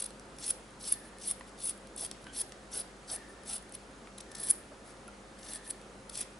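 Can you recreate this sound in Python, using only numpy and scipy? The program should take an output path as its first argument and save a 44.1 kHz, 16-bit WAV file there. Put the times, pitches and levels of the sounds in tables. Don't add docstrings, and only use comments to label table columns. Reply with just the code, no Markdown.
import sys
import numpy as np
from scipy import signal
from scipy.fft import rfft, irfft, next_fast_len
from scipy.io import wavfile
from scipy.ndimage import uniform_filter1d, map_coordinates

SR = 44100
rng = np.random.default_rng(int(sys.argv[2]) if len(sys.argv) > 2 else 0)


def decibels_to_gain(level_db):
    exponent = np.asarray(level_db, float) / 20
    return 10 ** exponent


def digitize_waveform(pressure):
    field = np.atleast_2d(pressure).T
    bounded = np.clip(field, -1, 1)
    quanta = np.round(bounded * 32767).astype(np.int16)
    wavfile.write(sys.argv[1], SR, quanta)


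N = 281799

# frequency in Hz, level in dB.
AIR_TONE = [(36, -20), (62, -2), (75, -16.5), (145, -3.5), (165, -10), (192, -2.5), (362, -4), (536, -5.5),
            (572, -7), (711, -7.5), (1100, -11.5), (1200, -9.5), (2800, -19.5), (6560, -24), (11300, -25.5),
            (14700, -58), (22000, -120)]
AIR_DB = -53
# frequency in Hz, likeness from 0 to 1.
EAR_LIKENESS = [(60, 0.97), (140, 0.94), (350, 0.92), (840, 0.6), (2030, 0.3), (4880, 0.63), (11800, 0.83)]
# frequency in Hz, level in dB, unsteadiness in Hz.
MOTOR_TONES = [(48.6, -62.5, 0.23), (101.1, -72.5, 3.5), (203.3, -65.5, 5.68), (399, -70, 4.27),
               (533, -66, 1.92)]
# start in seconds, hold in seconds, level in dB.
SWISHES = [
    (0.927, 0.16, -54),
    (2.0, 0.11, -65),
    (3.167, 0.091, -51),
    (4.33, 0.1, -49.5),
    (5.5, 0.083, -49),
]
SWISH_RISE_S, SWISH_FALL_S, SWISH_FADE_DB = 0.075, 0.22, 15

# blade enters, is deep and is through in seconds, crackle in dB, flesh in dB.
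STROKES = [(-.06, 0, 0.059, -38, -44.5), (0.396, 0.48, .51, -35.5, -47.5), (0.803, 0.888, 0.94, -38, -50),
           (1.201, 1.284, 1.32, -35, -49), (1.585, 1.647, 1.71, -36, -51), (1.972, 1.981, 2.065, -39, -50),
           (2.332, 2.39, 2.419, -34.5, -47), (2.715, 2.744, 2.816, -39, -50),
           (3.079, 3.12, 3.156, -36.5, -48), (3.458, 3.498, 3.567, -38.5, -49),
           (4.353, 4.413, 4.5, -37.5, -50.5), (5.39, 5.523, 5.576, -44, -52),
           (5.637, 5.697, 5.665, -44, -55), (6.12, 6.184, 6.23, -42, -49)]
TOUCH_S, TOUCH_DB = 0.013, 23
ENTRY_DB, FLESH_ENTRY_DB = -7, -10.5
CLIMB_DB = -0.5
FLESH_RISE = 0.5
LET_GO_S, LET_GO_DB = 0.0036, 16.5
TRAIL_S, TRAIL_DB = 0.035, 41
# first and last slip in seconds, period in seconds, gaps in dB.
STICK_SLIPS = [
    (.005, .075, .019, 15),
    (4.352, 4.434, .0164, 5),
    (5.395, 5.485, .018, 7),
]
# centre in seconds, half length in seconds, crackle in dB,
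# flesh in dB relative to the crackle.
SHORT_RUBS = [
    (1.06, .035, -60, -8),
    (1.48, .015, -62, -5),
    (2.23, .03, -65, -5),
    (3.304, .04, -63.5, -8),
    (3.746, 0.009, -44.5, -11),
    (4.183, 0.0043, -45.5, -3),
    (4.207, 0.0043, -47.5, -4),
    (4.502, 0.0064, -22.5, -25.5),
    (4.887, 0.037, -58, -6),
    (6.333, 0.024, -66, -5),
]
# time in seconds, peak in dB, burst length in seconds.
FIBRE_SNAPS = [(0.0235, -26, 0.0023), (.0625, -27, .002), (0.48, -23.5, 0.0014), (0.5031, -26, 0.0027),
               (0.5067, -13, 0.0023), (0.8775, -24, .0025), (0.9244, -10.5, 0.0019), (1.312, -15, 0.0017),
               (1.6958, -20.5, 0.0029), (2.049, -26, .0028), (2.415, -21, 0.0033), (3.161, -27, 0.0034),
               (3.5335, -22, 0.0013), (3.572, -36, .0014), (3.581, -31.5, 0.00053), (3.752, -29.5, 0.0023),
               (4.472, -39, 0.0019), (4.487, -23, 0.0016), (4.5038, -11.5, 0.0013), (4.5093, -9, 0.0028),
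               (5.535, -24, .0009), (5.5586, -30, 0.0014), (5.677, -33, .0008), (5.699, -27, .0008),
               (5.7055, -24, 0.0041), (5.7088, -21, 0.0019), (6.176, -26.5, 0.0036), (6.2077, -30, 0.002),
               (6.2108, -22.5, 0.003), (6.2137, -23, 0.0021)]
SNAP_FLESH_DB, SNAP_FLESH_GROWS = -41.5, 0.48
# time in seconds, peak in dB,
# flesh in dB relative to the peak, burst length in seconds.
LONE_TICKS = [(.1062, -41, -4, .0006), (.1973, -39, -4.5, 0.00077), (.3672, -52, -8, .0018),
              (.3862, -40, -2, .0014), (.7076, -48, -10, .001), (1.1736, -51, -12, .001),
              (1.1856, -36.5, -7, 0.00078), (1.397, -40, -14, .0006), (1.4933, -43, -8, .0009),
              (1.5799, -49, -4, 0.0012), (1.5896, -43, -9, .0012), (1.777, -44.5, -16, 0.0019),
              (1.8721, -43.5, -6, 0.00076), (1.9635, -29, -26, 0.0015), (2.1135, -31.5, 2.5, 0.0006),
              (2.2429, -45, -3, 0.0011), (2.4946, -41, -16, .0006), (2.5222, -40.5, 1, 0.00066),
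              (3.4352, -44, -8, .0008), (3.6259, -38, -19, .0007), (3.6943, -43, -16, 0.00082),
              (3.6991, -48, -19, .0006), (3.7235, -37, -18, 0.002), (3.9129, -48, -12, 0.00052),
              (4.3175, -38.5, -7, 0.0031), (4.3526, -33.5, -5, 0.0035), (5.0794, -36.5, -12, 0.00078),
              (5.8154, -41.5, -4, .0008), (6.0972, -33, -7.5, .0028), (6.1554, -25, -8, .0007)]
# frequency in Hz, level in dB.
CRACKLE_TONE = [(4290, -54), (7300, -20), (8260, -12.5), (8530, -8.5), (8990, -3), (10500, 0.5), (11200, 1),
                (14600, -43), (22000, -120)]
# frequency in Hz, level in dB.
FLESH_TONE = [(1290, -23.5), (2200, -15), (2660, -11.5), (2900, -12), (3620, -5.5), (3910, -7.5),
              (4520, -5), (5750, -3), (6500, -7), (8450, -4.5), (14300, -120)]
# at entry in dB, when through in dB.
FLESH_LEAN = (-0.5, 2.5)
# frequency in Hz, level in dB.
PUFF_TONE = [(600, -26), (1200, 1.5), (2200, -3.5), (3500, -17), (6000, -29)]
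PUFF_DB, PUFF_S = -37.5, 0.0014

# time in seconds, peak in dB, knock in Hz, time to fade by 60 dB in seconds,
# tick in dB relative to the knock.
LANDINGS = [(0.105, -52.5, 533, 0.064, 5), (1.409, -42.5, 1026, 0.028, 0), (1.41, -46, 1920, 0.015, -6),
            (2.1132, -50.5, 2070, 0.017, 13.5), (2.267, -42, 1590, 0.049, 3),
            (2.52, -52.5, 1260, 0.033, 10), (4.072, -45.5, 1266, 0.024, 0), (4.719, -42.5, 610, 0.033, -14),
            (4.966, -56, 540, 0.03, 1), (5.08, -43.5, 1390, 0.048, -15), (6.094, -50.5, 1350, 0.04, -7)]
# centre in seconds, level in dB, pitch in Hz.
SQUEEZES = [(2.035, -54, 686), (2.4, -54.5, 703), (2.775, -53, 612), (3.13, -51.5, 677), (3.12, -58, 1480),
            (3.52, -56, 710), (3.52, -59, 1393), (6.19, -58, 683), (6.205, -58, 2460), (6.205, -61, 1990),
            (2.29, -56, 1572), (2.295, -61, 3100), (2.77, -56.5, 1494)]
# delay in seconds, level in dB.
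NEAR_BOUNCES = [(.0009, -24.5), (.0021, -26), (.0037, -40), (.006, -20.5)]
# frequency in Hz, time to fade by 60 dB in seconds.
ROOM_FADE = [(300, 0.48), (2000, 0.88), (6000, 0.31), (8500, .4), (10500, 0.31)]


def unit(x):
    return x / np.sqrt(np.mean(x ** 2) + 1e-20)


def along(points, hz):
    f, v = np.transpose(points)
    return np.interp(np.log(hz + 1), np.log(f + 1), v)


def wobble(rate):
    knots = rng.standard_normal(int(N * rate / SR) + 4)
    return map_coordinates(knots, [np.arange(N) * rate / SR])


def filtered(x, response):
    m = next_fast_len(N + 8192)
    return irfft(rfft(x, m) * response(np.fft.rfftfreq(m, 1 / SR)), m)[..., :N]


def causal(spectrum, size=1024):
    gain = decibels_to_gain(along(spectrum, np.fft.rfftfreq(size, 1 / SR)))
    cepstrum = irfft(np.log(gain + 1e-4), size)
    cepstrum = cepstrum * np.r_[1, 2 * np.ones(size // 2 - 1), 1, np.zeros(size // 2 - 1)]
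    pulse = irfft(np.exp(rfft(cepstrum)), size)
    return pulse / np.linalg.norm(pulse)


def swell(times, levels_db):
    times = np.maximum.accumulate(times)
    return decibels_to_gain(np.interp(np.arange(N) / SR, times, levels_db, left=-120, right=-120))


def stereo_noise(spectrum, patchy_db):
    z = signal.stft(rng.standard_normal((2, N)), nperseg=512)[2]
    field = uniform_filter1d(rng.standard_normal(z.shape[1:]), 6, 0)
    field = uniform_filter1d(field, 14, 1)
    pair = signal.istft(z * decibels_to_gain(patchy_db * unit(field)), nperseg=512)[1][:, :N]

    def shares(hz):
        turn = np.arccos(np.clip(along(EAR_LIKENESS, hz), -1, 1)) / 2
        return decibels_to_gain(along(spectrum, hz)) * [np.cos(turn), np.sin(turn)]

    mid, side = filtered(pair, shares)
    return unit(np.array([mid + side, mid - side]))


def appliance():
    tones = np.zeros(N)
    for hz, db, drift in MOTOR_TONES:
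        phase = 2 * np.pi * np.cumsum(hz + drift * wobble(15)) / SR
        tones += decibels_to_gain(db + 2 + drift / 3 * wobble(7.5)) * np.sin(phase)
    effort = np.zeros(N)
    for s, hold, db in SWISHES:
        effort += swell([s - SWISH_RISE_S, s, s + hold, s + hold + SWISH_FALL_S],
                        [db - SWISH_FADE_DB, db, db, db - SWISH_FADE_DB])
    hollow = [(1300, -31.5), (1680, -8), (1790, 2.5), (1900, -9), (2400, -29)]  # (Hz, dB)
    whoosh = unit(filtered(rng.standard_normal(N), lambda hz: decibels_to_gain(along(hollow, hz))))
    swish = decibels_to_gain(-8) * effort * decibels_to_gain(1.2 * wobble(40)) * whoosh
    air = decibels_to_gain(AIR_DB + 0.086 * wobble(2.36)) * stereo_noise(AIR_TONE, patchy_db=0.7)
    return air + tones + swish


def pressure():
    t = np.arange(N) / SR
    crackle, flesh = np.zeros(N), np.zeros(N)
    for enter, deep, through, db, flesh_db in STROKES:
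        full = enter + FLESH_RISE * (deep - enter)
        touch, let_go, gone = enter - TOUCH_S, through + LET_GO_S, through + TRAIL_S
        crackle += swell([touch, enter, deep, through, let_go, gone],
                         [flesh_db - TOUCH_DB, flesh_db + ENTRY_DB, db,
                          db + CLIMB_DB, db - LET_GO_DB, db - TRAIL_DB])
        flesh += swell([touch, enter, full, through, let_go, gone],
                       [flesh_db - TOUCH_DB, flesh_db + FLESH_ENTRY_DB, flesh_db,
                        flesh_db, flesh_db - 0.62 * LET_GO_DB, flesh_db - 0.7 * TRAIL_DB])
    for s, half, db, flesh_db in SHORT_RUBS:
        rub = decibels_to_gain(db) * np.exp(-((t - s) / half) ** 2)
        crackle += rub
        flesh += decibels_to_gain(flesh_db) * rub
    stuck_db = np.zeros(N)
    for first, last, period, gap_db in STICK_SLIPS:
        during = (t > first) & (t < last)
        stuck_db += gap_db * during * np.sin(np.pi * (t - first) / period) ** 2
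    return crackle * decibels_to_gain(-stuck_db), flesh * decibels_to_gain(-stuck_db)


def cells(share, spread_db, clump_db):
    burst = rng.random(N) < share
    size = decibels_to_gain(spread_db * rng.exponential(size=N) + clump_db * wobble(160))
    return unit(burst * size * rng.choice([-1, 1], N))


def patchy(x, depth_db):
    z = signal.stft(x, nperseg=256)[2]
    field = uniform_filter1d(rng.standard_normal(z.shape), size=2, axis=0)
    field = uniform_filter1d(field, size=9, axis=1)
    return signal.istft(z * decibels_to_gain(depth_db * unit(field)), nperseg=256)[1][:N]


def knife():
    lead = 200
    bright, dull = np.zeros(N + SR), np.zeros(N + SR)
    fine = cells(share=0.16, spread_db=1.73, clump_db=2.5)
    coarse = cells(share=0.25, spread_db=-3.5, clump_db=2.0)
    crackle, flesh = pressure()
    bright[lead:N + lead] = crackle * unit(patchy(fine, depth_db=2.0))
    dull[lead:N + lead] = decibels_to_gain(1.5) * flesh * unit(patchy(coarse, depth_db=2.5))
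    snaps = list(LONE_TICKS)
    for s, db, length in FIBRE_SNAPS:
        snaps.append((s, db, SNAP_FLESH_DB + SNAP_FLESH_GROWS * (db + 26) - db, length))
    u = np.arange(-lead, 2 * lead) / SR
    luck = rng.standard_normal((len(snaps), 2, len(u)))
    for (s, db, flesh_db, length), (a, b) in zip(snaps, luck):
        fade = np.exp(-(u / max(length, 0.0002)) ** 2)
        tearing = 0.17 * fade * a * np.abs(a) ** 0.5
        tearing[lead - 8] = min(0.00065 / length, 1)
        start = round(s * SR)
        bright[start:][:len(u)] += decibels_to_gain(db + 6.0) * tearing
        dull[start:][:len(u)] += decibels_to_gain(db + flesh_db + 7.5) * (tearing + 0.11 * fade * b)
    bright = signal.oaconvolve(bright[lead:], causal(CRACKLE_TONE))[:N]
    dull = signal.oaconvolve(dull[lead:], causal(FLESH_TONE))[:N]
    return bright, dull


def leaning(flesh):
    t = np.arange(N) / SR
    low = filtered(flesh, lambda hz: 1 / (1 + (hz / 3900) ** 6))
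    spans = np.array(STROKES)[:, [0, 2]]
    moments = np.maximum.accumulate(spans.ravel())
    lean_db = np.interp(t, moments, np.tile(FLESH_LEAN, len(spans)))
    tone = decibels_to_gain(lean_db) * low + decibels_to_gain(-lean_db) * (flesh - low)
    entry = 0.001088 + 0.000396 * rng.random(len(spans))
    depth = entry[:, None] * (1 + 0.82 * (spans - spans[:, :1]))
    trip = np.interp(t, moments, depth.ravel())
    return tone + sum(0.24 ** k * np.interp(t - k * trip, t, tone) for k in range(1, 3))


def parting():
    out, u = np.zeros(N + SR), np.arange(400) / SR
    luck = rng.standard_normal((len(FIBRE_SNAPS), len(u)))
    for (s, db, length), puff in zip(FIBRE_SNAPS, luck):
        level = decibels_to_gain(PUFF_DB + 0.68 * (db + 4.5))
        out[round(s * SR):][:len(u)] += level * unit(puff) * np.exp(-u / PUFF_S)
    return signal.oaconvolve(out, causal(PUFF_TONE))[:N]


def slices():
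    out, t = np.zeros(N + SR), np.arange(SR // 6) / SR
    luck = rng.standard_normal((len(LANDINGS), 2, len(t)))
    for (s, db, hz, t60, tick_db), (shake, burst) in zip(LANDINGS, luck):
        rattle = decibels_to_gain(2 * unit(uniform_filter1d(shake, size=120)))
        overtone = 0.7 * np.sin(2 * np.pi * 1.9 * hz * t) * decibels_to_gain(-60 * t / 0.02)
        knock = decibels_to_gain(-60 * t / t60) * rattle * (np.sin(2 * np.pi * hz * t) + overtone)
        tick = decibels_to_gain(tick_db - 60 * t / 0.015) * unit(uniform_filter1d(burst, size=7))
        onset = 1 - np.exp(-t / 0.001)
        out[round(s * SR):][:len(t)] += decibels_to_gain(db + 2.5) * onset * (knock + tick)
    return out[:N]


def thumb():
    out = np.zeros(N)
    half = SR // 10
    u = np.arange(-half, half) / SR
    luck = rng.standard_normal((len(SQUEEZES), 2, len(u)))
    for (s, db, hz), pair in zip(SQUEEZES, luck):
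        smooth = 350 if 1500 < hz < 1600 else 110
        a, b = unit(uniform_filter1d(pair, size=smooth, axis=1))
        groan = a * np.sin(2 * np.pi * hz * u) + b * np.cos(2 * np.pi * hz * u)
        out[round(s * SR) - half:][:len(u)] += decibels_to_gain(db) * np.exp(-(u / 0.035) ** 2) * groan
    return out


def bounced(x):
    x = x + sum(decibels_to_gain(db) * np.pad(x, (round(s * SR), 0))[:N] for s, db in NEAR_BOUNCES)
    return filtered(x, lambda hz: 1 - 0.56 * np.exp(-((hz - 6900) / 350) ** 2))


def kitchen(x):
    hz, t, z = signal.stft(rng.standard_normal((2, SR // 2)), SR, nperseg=256)
    fade = decibels_to_gain(-60 * t / along(ROOM_FADE, hz)[:, None])
    tail = signal.istft(z * fade, SR, nperseg=256)[1]
    tail = tail / np.linalg.norm(tail[0])
    return signal.fftconvolve(np.pad(x, (200, 0))[None], tail, axes=1)[:, :N]


def scene():
    bright, dull = knife()
    bright = bounced(bright)
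    dull = bounced(leaning(dull) + slices() + thumb() + parting())
    scatter = rng.standard_normal(500) * np.exp(-np.arange(500) / 120)
    side = decibels_to_gain(-11) * signal.fftconvolve(dull, scatter / np.linalg.norm(scatter))[:N]
    near = (bright + dull) * decibels_to_gain([[0.3], [-0.3]]) + side * [[1], [-1]]
    return near + kitchen(decibels_to_gain(-17.5) * bright + decibels_to_gain(-10.0) * dull) + appliance()


def roll_off(x):
    return signal.sosfilt(signal.butter(12, 12370, fs=SR, output="sos"), x)


def record(dry):
    edge = [(11000, 0.5), (11080, -28), (11350, -35.5), (12300, -84)]  # (Hz, dB)
    stop = [(12300, 0), (13200, -70)]  # (Hz, dB)
    mix = filtered(dry, lambda hz: decibels_to_gain(along(edge, hz) + along(stop, hz)))
    return roll_off(mix)


dry = scene()
out = record(dry)
digitize_waveform(out)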